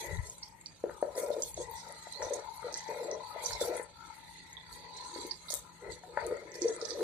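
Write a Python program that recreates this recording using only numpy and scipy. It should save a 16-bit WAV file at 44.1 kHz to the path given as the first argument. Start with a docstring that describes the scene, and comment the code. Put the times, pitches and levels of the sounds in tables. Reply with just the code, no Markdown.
"""First you hear a dull scrape over bubbling and hiss: a wooden spoon stirs thick, boiling syrup.
The spoon slips along the bottom of a metal pot, bubbles ring the air inside, and steam spits out.
Soon bubbles burst with sharp ticks and the spoon knocks the pot. A faint motor hums in the kitchen.
A hand bumps the camera it holds, whose two microphone openings colour the sound differently."""
import sys
import numpy as np
from scipy import signal
from scipy.fft import rfft, irfft, next_fast_len
from scipy.io import wavfile
from scipy.ndimage import uniform_filter1d, map_coordinates

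SR = 44100
rng = np.random.default_rng(int(sys.argv[2]) if len(sys.argv) > 2 else 0)


def unload_audio(sound):
    """Save the sound as a 16-bit wav file, at the path given as the first command line argument."""
    columns = np.transpose(np.atleast_2d(sound))
    # keep every value between -1 and 1, then stretch to whole-number steps
    steps = np.round(np.clip(columns, -1, 1) * 32767)
    wavfile.write(sys.argv[1], SR, steps.astype(np.int16))


N = 310020
STEP = 64  # samples between the points of a loudness curve


def amp(db):
    """Turn decibels into a multiplier."""
    return 10 ** (np.asarray(db) / 20)

def unit(x):
    """Scale x to an average power of 1."""
    return x / np.sqrt(np.mean(x ** 2) + 1e-20)

def along(points, hz):
    """Read between (Hz, value) points, with octaves evenly spaced."""
    f, v = np.transpose(points)
    return np.interp(np.log(hz + 1), np.log(f + 1), v)

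def curves(rows):
    """One value per sample for each column after the time."""
    s, *cols = np.transpose(rows)
    return [np.interp(np.arange(N) / SR, s, c) for c in cols]

def wobble(rate):
    """A smooth curve through `rate` random values a second."""
    at = np.arange(0, N + STEP, STEP // 4)
    values = rng.standard_normal(int(N * rate / SR) + 4)
    return np.interp(np.arange(N), at, map_coordinates(values, [at * rate / SR]))

def swell(peak_s, hold_s, rise_db_per_s, fall_db_per_s):
    """Each event rises to 0 dB, holds, then falls."""
    t = np.arange(0, N, STEP) / SR - np.reshape(peak_s, (-1, 1))
    rise, hold = np.reshape(rise_db_per_s, (-1, 1)), np.reshape(hold_s, (-1, 1))
    return np.minimum(rise * t, 0) - fall_db_per_s * np.maximum(t - hold, 0)

def together(tops_db, shapes_db, steady_db=-140):
    """The level in dB of overlapping events plus a steady part."""
    power = (amp(np.reshape(tops_db, (-1, 1)) + shapes_db) ** 2).sum(axis=0)
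    return 10 * np.log10(np.interp(np.arange(N), np.arange(0, N, STEP), power) + amp(steady_db) ** 2)

def filtered(x, response):
    """Multiply each frequency in x by response(Hz)."""
    m = next_fast_len(N + SR // 2)
    return irfft(rfft(x, m) * response(np.fft.rfftfreq(m, 1 / SR)), m)[..., :N]

def band(x, lo_hz, hi_hz):
    """Keep what lies between two frequencies, at power 1."""
    return unit(filtered(x, lambda f: 1 / (1 + (lo_hz / (f + 1)) ** 10) / (1 + (f / hi_hz) ** 10)))

def peak(f, hz, width_hz):
    """A response that is 1 at hz and falls away on both sides."""
    return 1j * f * width_hz / (hz ** 2 - f * f + 1j * f * width_hz)

def hollow(x, hz, width_hz, depth):
    """Turn x down around hz."""
    return filtered(x, lambda f: 1 - depth * peak(f, hz, width_hz))

def resonance(x, hz, width_hz):
    """Make x ring around hz, at power 1."""
    b, a = signal.iirpeak(hz, hz / width_hz, SR)
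    return unit(signal.lfilter(np.convolve(b, b), np.convolve(a, a), x))

def rush(spectrum, alike, patchy_db):
    """Stereo noise with louder and softer patches; alike=1 makes both sides the same."""
    z = signal.stft(rng.standard_normal((2, N)), nperseg=512)[2]
    patches = uniform_filter1d(rng.standard_normal(z.shape[1:]), size=2, axis=0)
    patches = uniform_filter1d(patches, size=9, axis=1)
    a, b = signal.istft(z * amp(patchy_db * unit(patches)), nperseg=512)[1][:, :N]
    turn = np.arccos(alike) / 2
    pair = np.cos(turn) * a + np.sin(turn) * np.array([b, -b])
    return unit(filtered(pair, lambda hz: amp(along(spectrum, hz))))

def grains(start, hz, cycles, gain, size):
    """Tiny tones, `size` samples long, that fade 60 dB in the given cycles."""
    turns = (np.arange(size) / SR * hz[:, None]).astype(np.float32)
    fade = np.exp(-turns * np.float32(np.log(1000) / np.reshape(cycles, (-1, 1))))
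    onset = 1 - np.exp(-turns / 0.45)
    tones = gain[:, None] * np.sin(2 * np.pi * turns) * fade * onset
    at = start[:, None] + np.arange(size)
    return np.bincount(at.ravel(), tones.ravel(), N + size)[:N]

def shower(count, spread_db):
    """Random start samples, pitch scatter and strengths for grains."""
    u = rng.random((count, 2))
    gain = amp(-spread_db * np.log(1 - .99 * u[:, 1]))
    return (u[:, 0] * N).astype(int), rng.standard_normal(count), gain


# Drags of the spoon: t/s, rise/s, hold/s, level/dB, f/Hz
SPOON_DRAGS = [(0.0, 0.0067, 0.11, -44, 488), (0.216, 0.046, 0.022, -54.5, 517),
               (0.831, 0.017, 0.006, -38, 452), (1.039, 0.014, 0.029, -36, 538),
               (1.138, 0.03, 0.21, -36, 510), (1.572, 0.014, 0.014, -37.5, 483),
               (1.816, 0.071, 0.0079, -47, 560), (2.18, 0.043, 0.008, -32, 551),
               (2.299, 0.0093, 0.019, -33.5, 541), (2.622, 0.027, 0.046, -40.5, 541),
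               (2.881, 0.012, 0.26, -38, 532.4), (3.316, 0.033, 0.21, -45, 558),
               (3.611, 0.053, 0.066, -33.5, 539), (4.632, 0.13, 0.25, -59.5, 488),
               (5.075, 0.098, 0.069, -46, 410), (5.424, 0.13, .01, -55.5, 586),
               (5.809, 0.019, 0.059, -41, 453), (6.046, 0.041, 0.043, -48.5, 474),
               (6.192, 0.036, 0.1, -35.5, 477), (6.408, 0.019, 0.038, -44.5, 490),
               (6.538, 0.056, 0.15, -41, 443), (6.72, 0.025, 0.3, -45.5, 479),
               (6.929, 0.064, 0.021, -29.5, 441)]

def spoon_scrapes():
    """The spoon moves in uneven slips; each briefly rings the bottom and stirs the air in the pot."""
    s, rise_s, hold_s, db, hz = np.transpose(SPOON_DRAGS)
    shape_db = swell(s + rise_s, hold_s, rise_db_per_s=17.5 / rise_s, fall_db_per_s=175)
    loudest = (db[:, None] + shape_db).argmax(axis=0)
    pitch = np.repeat(hz[loudest], STEP)
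    start, scatter, gain = shower(count=2000, spread_db=2)
    slips = unit(grains(start, pitch[start] * np.exp(0.1604 * scatter), 36.7, gain, size=1600))
    rasp = unit(grains(start, 1000 * np.exp(0.333 * scatter), 38, gain, size=800))
    return amp(together(db, shape_db)) * (slips + amp(-15) * rasp)

def wood_on_pot(x):
    """A small pot gives little bass, and soft wood little treble."""
    stereo = x * amp([[-.8], [.8]])
    return filtered(stereo, lambda f: (1j * f / (260 + 1j * f)) ** 2 / (1 + 1j * f / 2400) ** 4)


# How long the room rings: f/Hz, time to fade 60 dB/s
ROOM_FADE = [(200, 0.028), (2000, 0.23), (10000, 0.014)]

def kitchen(x, echo_db):
    """Add the room's echo, each frequency dying at its own speed."""
    hz, t, z = signal.stft(rng.standard_normal((2, SR // 2)), SR, nperseg=256)
    tail = signal.istft(z * amp(-60 * t / along(ROOM_FADE, hz)[:, None]), SR, nperseg=256)[1]
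    tail = np.pad(tail, ((0, 0), (300, 0))) / np.linalg.norm(tail[0])
    return x + amp(echo_db) * signal.fftconvolve(x, tail, axes=1)[:, :N]


# Notes of the air in the pot: f/Hz, width/Hz, relative level/dB, left over right/dB
POT_NOTES = [(947.4, 95, 0.5, 5.5), (1292, 119, 0, 15), (1882, 151, -1, 18.5), (2060, 138, 7, 9),
             (2340, 143, -2.5, -17.5)]

def pot_air(drive, drift=.035):
    """The air rings at several notes, which wander as the syrup is pushed about."""
    notes = []
    for hz, width_hz, db, pan_db in POT_NOTES:
        blend = np.pi / 4 * (1 + np.tanh(wobble(5)))
        lower = np.cos(blend) * resonance(drive, hz * (1 - drift), width_hz)
        higher = np.sin(blend) * resonance(drive, hz * (1 + drift), width_hz)
        notes.append(amp([[db + pan_db / 2], [db - pan_db / 2]]) * (lower + higher))
    return notes


# Strength of the boil: t/s, lowest note's level/dB, upper notes' level/dB
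BOIL_LEVELS = [(0.0, -51, -46), (0.21, -58.5, -52.5), (0.35, -64, -74), (0.43, -52, -61),
               (0.74, -73.5, -68.5), (1.06, -57, -76), (1.13, -59, -66), (1.19, -51.5, -52.5),
               (1.51, -60, -69.5), (1.74, -47.5, -60), (2.15, -63.5, -61.5), (2.23, -45, -48),
               (2.31, -50.5, -56.5), (2.56, -53, -62), (2.92, -48, -47), (3.19, -52.5, -62),
               (3.8, -43, -47.5), (3.93, -68, -74), (4.05, -52, -62.5), (4.25, -62, -60.5),
               (5.33, -50.5, -57.5), (5.38, -70, -69), (5.52, -59.5, -57.5), (5.8, -59.5, -73),
               (5.87, -54.5, -51), (6.02, -64.5, -67), (6.13, -58, -66.5), (6.19, -45, -47.5),
               (6.36, -62.5, -56), (6.99, -60.5, -55)]
# Gurgles of the pot's second note: t/s, hold/s, level/dB
GURGLE_SWELLS = [(0.103, 0.036, -65), (0.897, 0.087, -59), (1.16, 0.065, -62), (1.857, 0.2, -63.5),
                 (2.24, 0.017, -57), (2.393, 0.013, -58), (2.633, 0.051, -54.5), (2.97, 0.12, -62.5),
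                 (3.331, 0.099, -57.5), (3.632, 0.14, -56), (4.022, 0.11, -60), (4.693, 0.023, -67),
                 (5.097, 0.1, -63), (5.457, 0.21, -63.5), (5.835, 0.011, -59.5), (6.175, 0.21, -57),
                 (6.74, 0.17, -58)]

def boil():
    """Bubbles under the surface make soft thuds and a murmur that ring the air in the pot."""
    low_db, upper_db = curves(BOIL_LEVELS)
    s, hold_s, db = np.transpose(GURGLE_SWELLS)
    gurgle_db = together(db, swell(s, hold_s, rise_db_per_s=202, fall_db_per_s=138), steady_db=-79)
    start, scatter, gain = shower(count=2500, spread_db=2.5)
    thuds = unit(grains(start, 1500 * np.exp(0.81 * scatter), 1.72, gain, size=300))
    murmur = rush([(500, 0), (3000, 0)], alike=0.3, patchy_db=4.5) * amp(1.63 * wobble(4))
    low, gurgle, *rest = pot_air(0.54 * thuds + murmur)
    thin_tone = amp(-4.5) * np.sin(2 * np.pi * 850 * np.arange(N) / SR + 0.81 * wobble(5.5))
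    upper = unit(sum(amp(3 * wobble(14)) * note for note in rest))
    low = amp(low_db + 2.2 * wobble(9)) * (low + thin_tone)
    return low + amp(gurgle_db) * gurgle + amp(upper_db) * upper


# Tone colour of the hiss: f/Hz, relative level/dB
HISS_COLOUR = [(2300, 0.5), (3050, 0), (3830, 2.5), (4700, -2.5), (5000, -10.5), (5500, -5.5), (7300, 3),
               (9000, 3.5), (10500, 2.5), (12600, -10.5), (14000, -23.5), (15600, -13.5)]
# Notes of the simmer: f/Hz, width/Hz, relative level/dB
SIMMER_NOTES = [(3576, 100, 5.5), (4135, 320, 18), (4520, 190, 11)]
# Steady flow of steam: t/s, low part's level/dB, bright part's level/dB
STEAM_FLOW = [(0.0, -52.5, -87), (0.27, -78, -50.5), (0.51, -94, -63.5), (0.78, -69, -64.5),
              (1.11, -72.5, -58), (1.39, -68, -58.5), (1.84, -61, -59), (2.17, -53, -56.5),
              (2.56, -58.5, -63), (2.78, -51, -55.5), (2.96, -60.5, -65.5), (3.23, -53.5, -62.5),
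              (3.46, -52, -63), (3.6, -50.5, -62), (3.7, -51, -60), (3.82, -68, -70), (4.03, -58.5, -62.5),
              (4.21, -61.5, -55.5), (4.4, -56, -63), (4.58, -66.5, -63.5), (4.84, -55.5, -66.5),
              (5.19, -53.5, -55), (5.6, -66, -64.5), (6.15, -65, -65), (6.21, -51.5, -59),
              (6.34, -61.5, -64.5), (6.58, -67.5, -67.5), (6.73, -63, -72), (7.03, -52.5, -52.5)]
# Spurts of steam, each with its own loudness: t/s, hold/s, bright part's level/dB, top part's level/dB
STEAM_SPURTS = [(0.0, 0.052, -45, -47.5), (0.127, 0.012, -46, -53), (1.184, 0.014, -47, -44),
                (1.412, 0.089, -48.5, -53.5), (1.568, 0.042, -46, -78), (1.763, 0.011, -48, -111),
                (2.239, 0.0089, -50, -62), (2.336, 0.015, -51, -63), (2.546, 0.0089, -73, -59),
                (2.728, 0.033, -62, -72), (2.901, 0.07, -54.5, -61), (3.033, 0.015, -52, -55),
                (3.295, 0.026, -70, -56), (3.44, 0.066, -45.5, -48), (3.614, 0.024, -43.5, -43),
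                (3.755, 0.016, -44, -53.5), (4.736, 0.016, -51.5, -56.5), (5.055, 0.19, -52, -82),
                (5.27, .01, -69, -58), (5.503, 0.077, -45.5, -46.5), (5.92, 0.007, -47.5, -59),
                (6.268, 0.026, -69, -59), (6.556, 0.013, -64, -61), (6.615, 0.13, -47, -75),
                (6.807, 0.099, -53.5, -67)]

def steam():
    """Escaping steam simmers, fizzes and crackles. Faint, brief high tones dot the hiss."""
    def colour(x):
        return unit(filtered(x, lambda f: amp(along(HISS_COLOUR, f))))
    start, scatter, gain = shower(count=10000, spread_db=4)
    fizz = grains(start, np.clip(7500 * np.exp(0.28 * scatter), 2000, 16000), 14, gain, size=100)
    start, scatter, gain = shower(count=2500, spread_db=-2)
    tone_hz = np.clip(7500 * np.exp(0.42 * scatter), 2500, 16000)
    brief_tones = grains(start, tone_hz, 215, gain, size=1200)
    jet = rush(HISS_COLOUR, alike=0.022, patchy_db=6) + 0.08 * colour(fizz) + 0.35 * colour(brief_tones)
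    murmur = rush([(4000, 0)], alike=.3, patchy_db=5) + .15 * unit(fizz)
    simmer = unit(sum(amp(db + 3.5 * wobble(6.2)) * resonance(murmur, hz, width_hz)
                      for hz, width_hz, db in SIMMER_NOTES))

    low_db, steady_db = curves(STEAM_FLOW)
    s, hold_s, spurt_bright_db, spurt_top_db = np.transpose(STEAM_SPURTS)
    shape_db = swell(s, hold_s, rise_db_per_s=453, fall_db_per_s=286)
    bright_db = together(spurt_bright_db, shape_db, steady_db)
    top_db = together(spurt_top_db, shape_db, steady_db - 9)
    low = amp(low_db) * (simmer + 0.56 * band(jet, 2100, 5400))

    start, scatter, gain = shower(count=1500, spread_db=8.5)
    gain = gain * amp(4 * wobble(11))[start]  # loud ticks come in clusters
    crackle = grains(start, np.clip(8000 * np.exp(0.38 * scatter), 3500, 15000), 130, gain, size=700)
    sputter = (jet + .7 * colour(crackle)) * amp(2 * wobble(70))
    bright = amp(bright_db + 2 * wobble(11)) * band(sputter, 3040, 8620)
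    top = amp(top_db + 3.3 * wobble(17)) * band(sputter, 11350, 28000)
    return low + bright + top


# High notes of the pot: f/Hz, boost/dB
SHEEN_NOTES = [(4620, 4), (5450, 1), (6000, 6), (6500, 5), (7450, 4), (8100, 5), (8900, 5.5)]

def pot_sheen(x, width_hz=200):
    """The pot's high notes lift narrow bands of x; the overall power stays the same."""
    def lift(f):
        return np.prod([1 + (amp(db) - 1) * peak(f, hz, width_hz) for hz, db in SHEEN_NOTES], axis=0)
    return unit(filtered(x, lift)) * np.sqrt(np.mean(x ** 2))


# Tone colour of the rumble: f/Hz, relative level/dB
RUMBLE_COLOUR = [(15, -51), (25, -11), (59, 20), (140, 8.5), (172, 7.5), (200, -18), (260, -30), (340, -39),
                 (570, -120)]
# Bumps of the hand: t/s, hold/s, level/dB
HAND_BUMPS = [(0.123, .02, -46), (0.184, 0.012, -41.5), (0.887, 0.036, -58), (1.454, 0.018, -60),
              (1.557, 0.2, -57.5), (2.232, 0.028, -55), (2.407, 0.17, -64), (3.49, 0.16, -57),
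              (4.763, .05, -60), (5.575, 0.021, -59), (5.897, 0.031, -57), (6.178, 0.17, -56.5)]

def hand_rumble():
    """A low rumble swells when the hand bumps the camera; strong bumps lean to the left."""
    s, hold_s, db = np.transpose(HAND_BUMPS)
    level_db = together(db, swell(s, hold_s, rise_db_per_s=229, fall_db_per_s=175), steady_db=-68)
    lumps = amp(1.8 * wobble(11))
    lean_db = 0.26 * np.clip(level_db + 62, 0, 30)
    rumble = lumps * rush(RUMBLE_COLOUR, alike=0.4, patchy_db=2)
    return amp(level_db + np.array([lean_db, -lean_db])) * rumble


# The motor's tone: f/Hz, level/dB
MOTOR_TONE = [(169, -66)]

def motor_hum():
    """A faint motor hums, wavering a little in loudness and pitch."""
    t = np.arange(N) / SR
    return sum(amp(db + 2.5 * wobble(3.3)) * np.sin(2 * np.pi * hz * t + 0.66 * wobble(4.1))
               for hz, db in MOTOR_TONE)


# Bursting bubbles: t/s, level/dB, f/Hz, left over right/dB, width/octaves,
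# puff's relative level/dB, puff's time to fade 60 dB/s
BURSTS = [(0.426, -37, 5100, 6, 0.2, -6, 0.21), (0.6601, -24, 4500, 3.5, 0.24, -26, 0.27),
          (1.18, -25, 7150, -0.5, 1, -17, 0.43), (1.315, -35.5, 3800, -1, 0.51, -4, 0.12),
          (1.422, -17.5, 6600, -6.5, 0.53, -21, 0.062), (1.712, -37, 13500, 16, 0.14, -22, 0.24),
          (1.77, -35, 4900, 3, 0.56, -12.5, 0.54), (1.885, -39.5, 7800, 2, 0.61, -12, 0.079),
          (2.135, -37.5, 4700, -4, 0.26, -34, 0.076), (2.2253, -26, 6000, 0, 0.29, -23.5, 0.45),
          (2.3349, -27, 7640, -10, 0.46, -22.5, 0.22), (2.561, -42, 11200, 15, 0.21, -24, 0.26),
          (2.725, -34, 5670, -5, 0.82, -11, 0.21), (2.742, -18, 5500, -2.5, 0.44, -33, 0.93),
          (2.773, -27.5, 6060, 3, 0.3, -18, 0.089), (2.7942, -31, 5890, -5, 0.34, -18, 0.13),
          (3.113, -26, 5720, 6, 0.18, -26, 0.28), (3.449, -24, 5870, 0.4, 0.54, -17, 0.22),
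          (3.459, -24.5, 5900, -7, 0.13, -16, 0.086), (3.5207, -25.5, 5000, -6, 0.59, -15.5, 0.29),
          (3.6048, -38, 5500, 1, 0.22, -4, 0.34), (3.6197, -25.5, 5900, 9.5, 1, -22, 0.38),
          (3.768, -22.5, 9600, 0, 0.26, -24, 0.2), (3.8276, -39, 8300, 12.5, 0.21, -17, 0.15),
          (4.568, -31.5, 3460, -4, 0.17, -17, 0.39), (4.7258, -43, 4370, -11, 0.12, -21.5, 0.97),
          (4.965, -44.5, 6540, 0, 0.52, -12.5, 0.44), (5.141, -33.5, 4230, -2, 0.19, -13, 0.38),
          (5.268, -34.5, 9000, 14, 0.98, -18, 0.052), (5.2959, -47, 4550, 4, 0.3, -16, 0.1),
          (5.31, -24.5, 4800, -3, 0.25, -16, 0.16), (5.4842, -31, 4020, 5, 0.26, -9, 0.33),
          (5.5035, -17, 6150, -7, 0.99, -17.5, 0.21), (5.54, -14, 9250, 19.5, 1, -24.5, 0.11),
          (5.553, -26, 7540, 6, 0.34, -26, 0.36), (5.9194, -39.5, 4470, -6, 0.13, -18, 0.15),
          (6.2662, -30, 8600, 20, 0.66, -35.5, 0.46), (6.518, -42, 6100, -15, 0.25, -22, 0.1),
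          (6.542, -35.5, 5040, 0, 0.65, -11, 0.18), (6.6195, -23, 6220, -11, 0.34, -27, 0.18),
          (6.6255, -29, 5030, -5, 0.3, -30, 0.1), (6.8145, -24, 4940, -2, 0.41, -20, 0.32),
          (6.852, -24.5, 4970, -6, 0.56, -22, 0.4), (6.9062, -18, 4440, 3, 0.42, -21.5, 0.13)]

def bubble_pops():
    """A bubble's skin snaps with a tick, droplets spatter, and steam puffs out around that pitch."""
    out, t = np.zeros((2, N + SR)), np.arange(SR // 5) / SR
    f = np.fft.rfftfreq(len(t), 1 / SR)
    sputter = np.pad(amp(4.5 * wobble(120)), (0, SR))
    for s, db, hz, pan_db, width, puff_db, fade_s in BURSTS:
        at = round(s * SR)
        life_s = 0.52 / (width * hz)  # a narrow tick rings longer
        tick = np.cos(2 * np.pi * hz * t) * np.exp(-(t / life_s - 2) ** 2)
        delays_s = np.cumsum(rng.exponential(.011, size=4))
        droplets = sum(amp(-12 - 6 * k + rng.normal(0, 2.5)) * np.roll(tick, round(delay * SR))
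                       for k, delay in enumerate(delays_s))
        spectrum = rfft(rng.standard_normal((2, len(t)))) * np.exp(-(np.log2((f + 1) / hz) / width) ** 2)
        ripples = amp(5 * unit(uniform_filter1d(rng.standard_normal(len(f)), size=50)))
        puff = unit(irfft(spectrum * ripples, len(t))) * sputter[at:at + len(t)]
        onset = 1 - np.exp(-t / 0.00095)
        fade = 0.095 * amp(-60 * t / 0.0078) + amp(puff_db - 60 * t / fade_s)
        pop = tick + droplets + puff * onset * fade
        out[:, at:at + len(t)] += amp(db) * pop * amp([[pan_db / 2], [-pan_db / 2]])
    return filtered(out[:, :N], lambda f: 1 / (1 + (3200 / (f + 1)) ** 8))  # the pops carry nothing below about 3 kHz


# Knocks of the spoon: t/s, level/dB, f/Hz, crispness/dB, ring length/cycles
SPOON_HITS = [(0.839, -8.5, 480, -37, 7.3), (0.894, -19, 486, -18, 6.9), (1.026, -3.5, 587, -34, 7.2),
              (1.062, -25, 526, -24, 8.4), (1.151, -32, 523, -21, 24), (1.177, -18, 520, -21.5, 27),
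              (1.221, -22, 530, -34, 14), (1.233, -17.5, 568, -40, 19), (1.303, -11.5, 554, -39, 11.3),
              (1.575, -26, 633, -28, 25), (1.6, -23, 498, -38, 20), (2.07, -26, 695, -23, 9.4),
              (2.205, -26.5, 530, -28, 28), (2.218, -30, 604, -1, 6.4), (2.31, -30.5, 429, -32, 82),
              (2.643, -30, 499, -31, 85), (2.888, -25, 465, -28, 12.6), (3.36, -26.5, 650, -34, 29),
              (3.506, -35, 560, 1.5, 8.6), (3.612, -16.5, 527, -19.5, 36), (3.622, -14.5, 456, -32, 9.1),
              (3.796, -20, 486, -18, 11.4), (5.16, -18, 395, -26, 3.4), (5.249, -21, 358, -44, 6.3),
              (5.505, -30, 616, -22, 12), (5.533, -25, 566, -30, 7.1), (6.035, -38.5, 740, -7, 64),
              (6.172, -12.5, 578, -8.5, 11.6), (6.31, -18, 468, -24, 11), (6.322, -16.5, 456, -30, 16),
              (6.553, -31, 473, -29, 17), (6.617, -24, 346, -29, 44), (6.644, -19, 451, -40, 55),
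              (6.655, -17.5, 476, -37, 62), (6.693, -21, 448, -43, 39), (6.823, -25, 454, -47, 32),
              (7.006, -32.5, 450, -3, 12)]
# Higher notes of a knock: f/Hz, relative level/dB, time to fade 60 dB/s
KNOCK_NOTES = [(933, 7.5, 0.021), (1475, 10.5, 0.0074), (1770, 4.5, 0.014)]

def spoon_knocks(late_samples=60):
    """The spoon thuds on the syrup-muffled bottom, and higher notes ring just after."""
    s, db, hz, crisp_db, cycles = np.transpose(SPOON_HITS)
    at = (s * SR).astype(int)
    knocks = grains(at, hz, cycles, amp(db), size=1600)
    for note_hz, note_db, fade_s in KNOCK_NOTES:
        gain = amp(db + crisp_db + note_db + rng.normal(0, 2, len(s)))
        knocks += grains(at + late_samples, np.full(len(s), note_hz), note_hz * fade_s, gain, size=1600)
    return knocks


def scene():
    """Mix the pot's dull and bright sounds with the rumble and the hum."""
    spoon = kitchen(wood_on_pot(spoon_scrapes() + spoon_knocks()), echo_db=-9)
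    # The echo from the pot's wall cancels a narrow band.
    dull = hollow(spoon + boil(), hz=1138, width_hz=216, depth=0.91)
    bright = pot_sheen(kitchen(bubble_pops(), echo_db=-20) + steam())
    return dull + bright + hand_rumble() + motor_hum()


# Balance of the two microphone openings: f/Hz, left over right/dB
MIC_BALANCE = [(60, 5), (140, 3.5), (330, 2), (500, 4.5), (770, 13.5), (1170, 10), (1790, 3.5), (2740, 0.5),
               (4190, -17), (6410, -0.5), (9810, 2.5), (15000, 6.5)]
# The camera's own hiss: f/Hz, relative level/dB
MIC_HISS = [(30, -16), (100, -0.5), (300, -5.5), (700, -11.5), (1400, -23), (3000, -12), (8000, -87),
            (12500, -37), (14000, -67)]

def record(dry, left_lag_samples=3, top_hz=15500):
    """The camera colours each side, adds hiss, dips the upper middle and cuts the highest treble."""
    def openings(hz):
        left, right = amp(along(MIC_BALANCE, hz) / 2), amp(-along(MIC_BALANCE, hz) / 2)
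        even = np.sqrt((left ** 2 + right ** 2) / 2)  # the pair keeps its average power
        return np.array([left * np.exp(-2j * np.pi * hz * left_lag_samples / SR), right]) / even
    hiss = amp(-64) * rush(MIC_HISS, alike=0.46, patchy_db=2)
    heard = hollow(filtered(dry, openings) + hiss, hz=2900, width_hz=800, depth=.55)
    return filtered(heard, lambda hz: hz < top_hz)


dry = scene()
out = record(dry)
unload_audio(out)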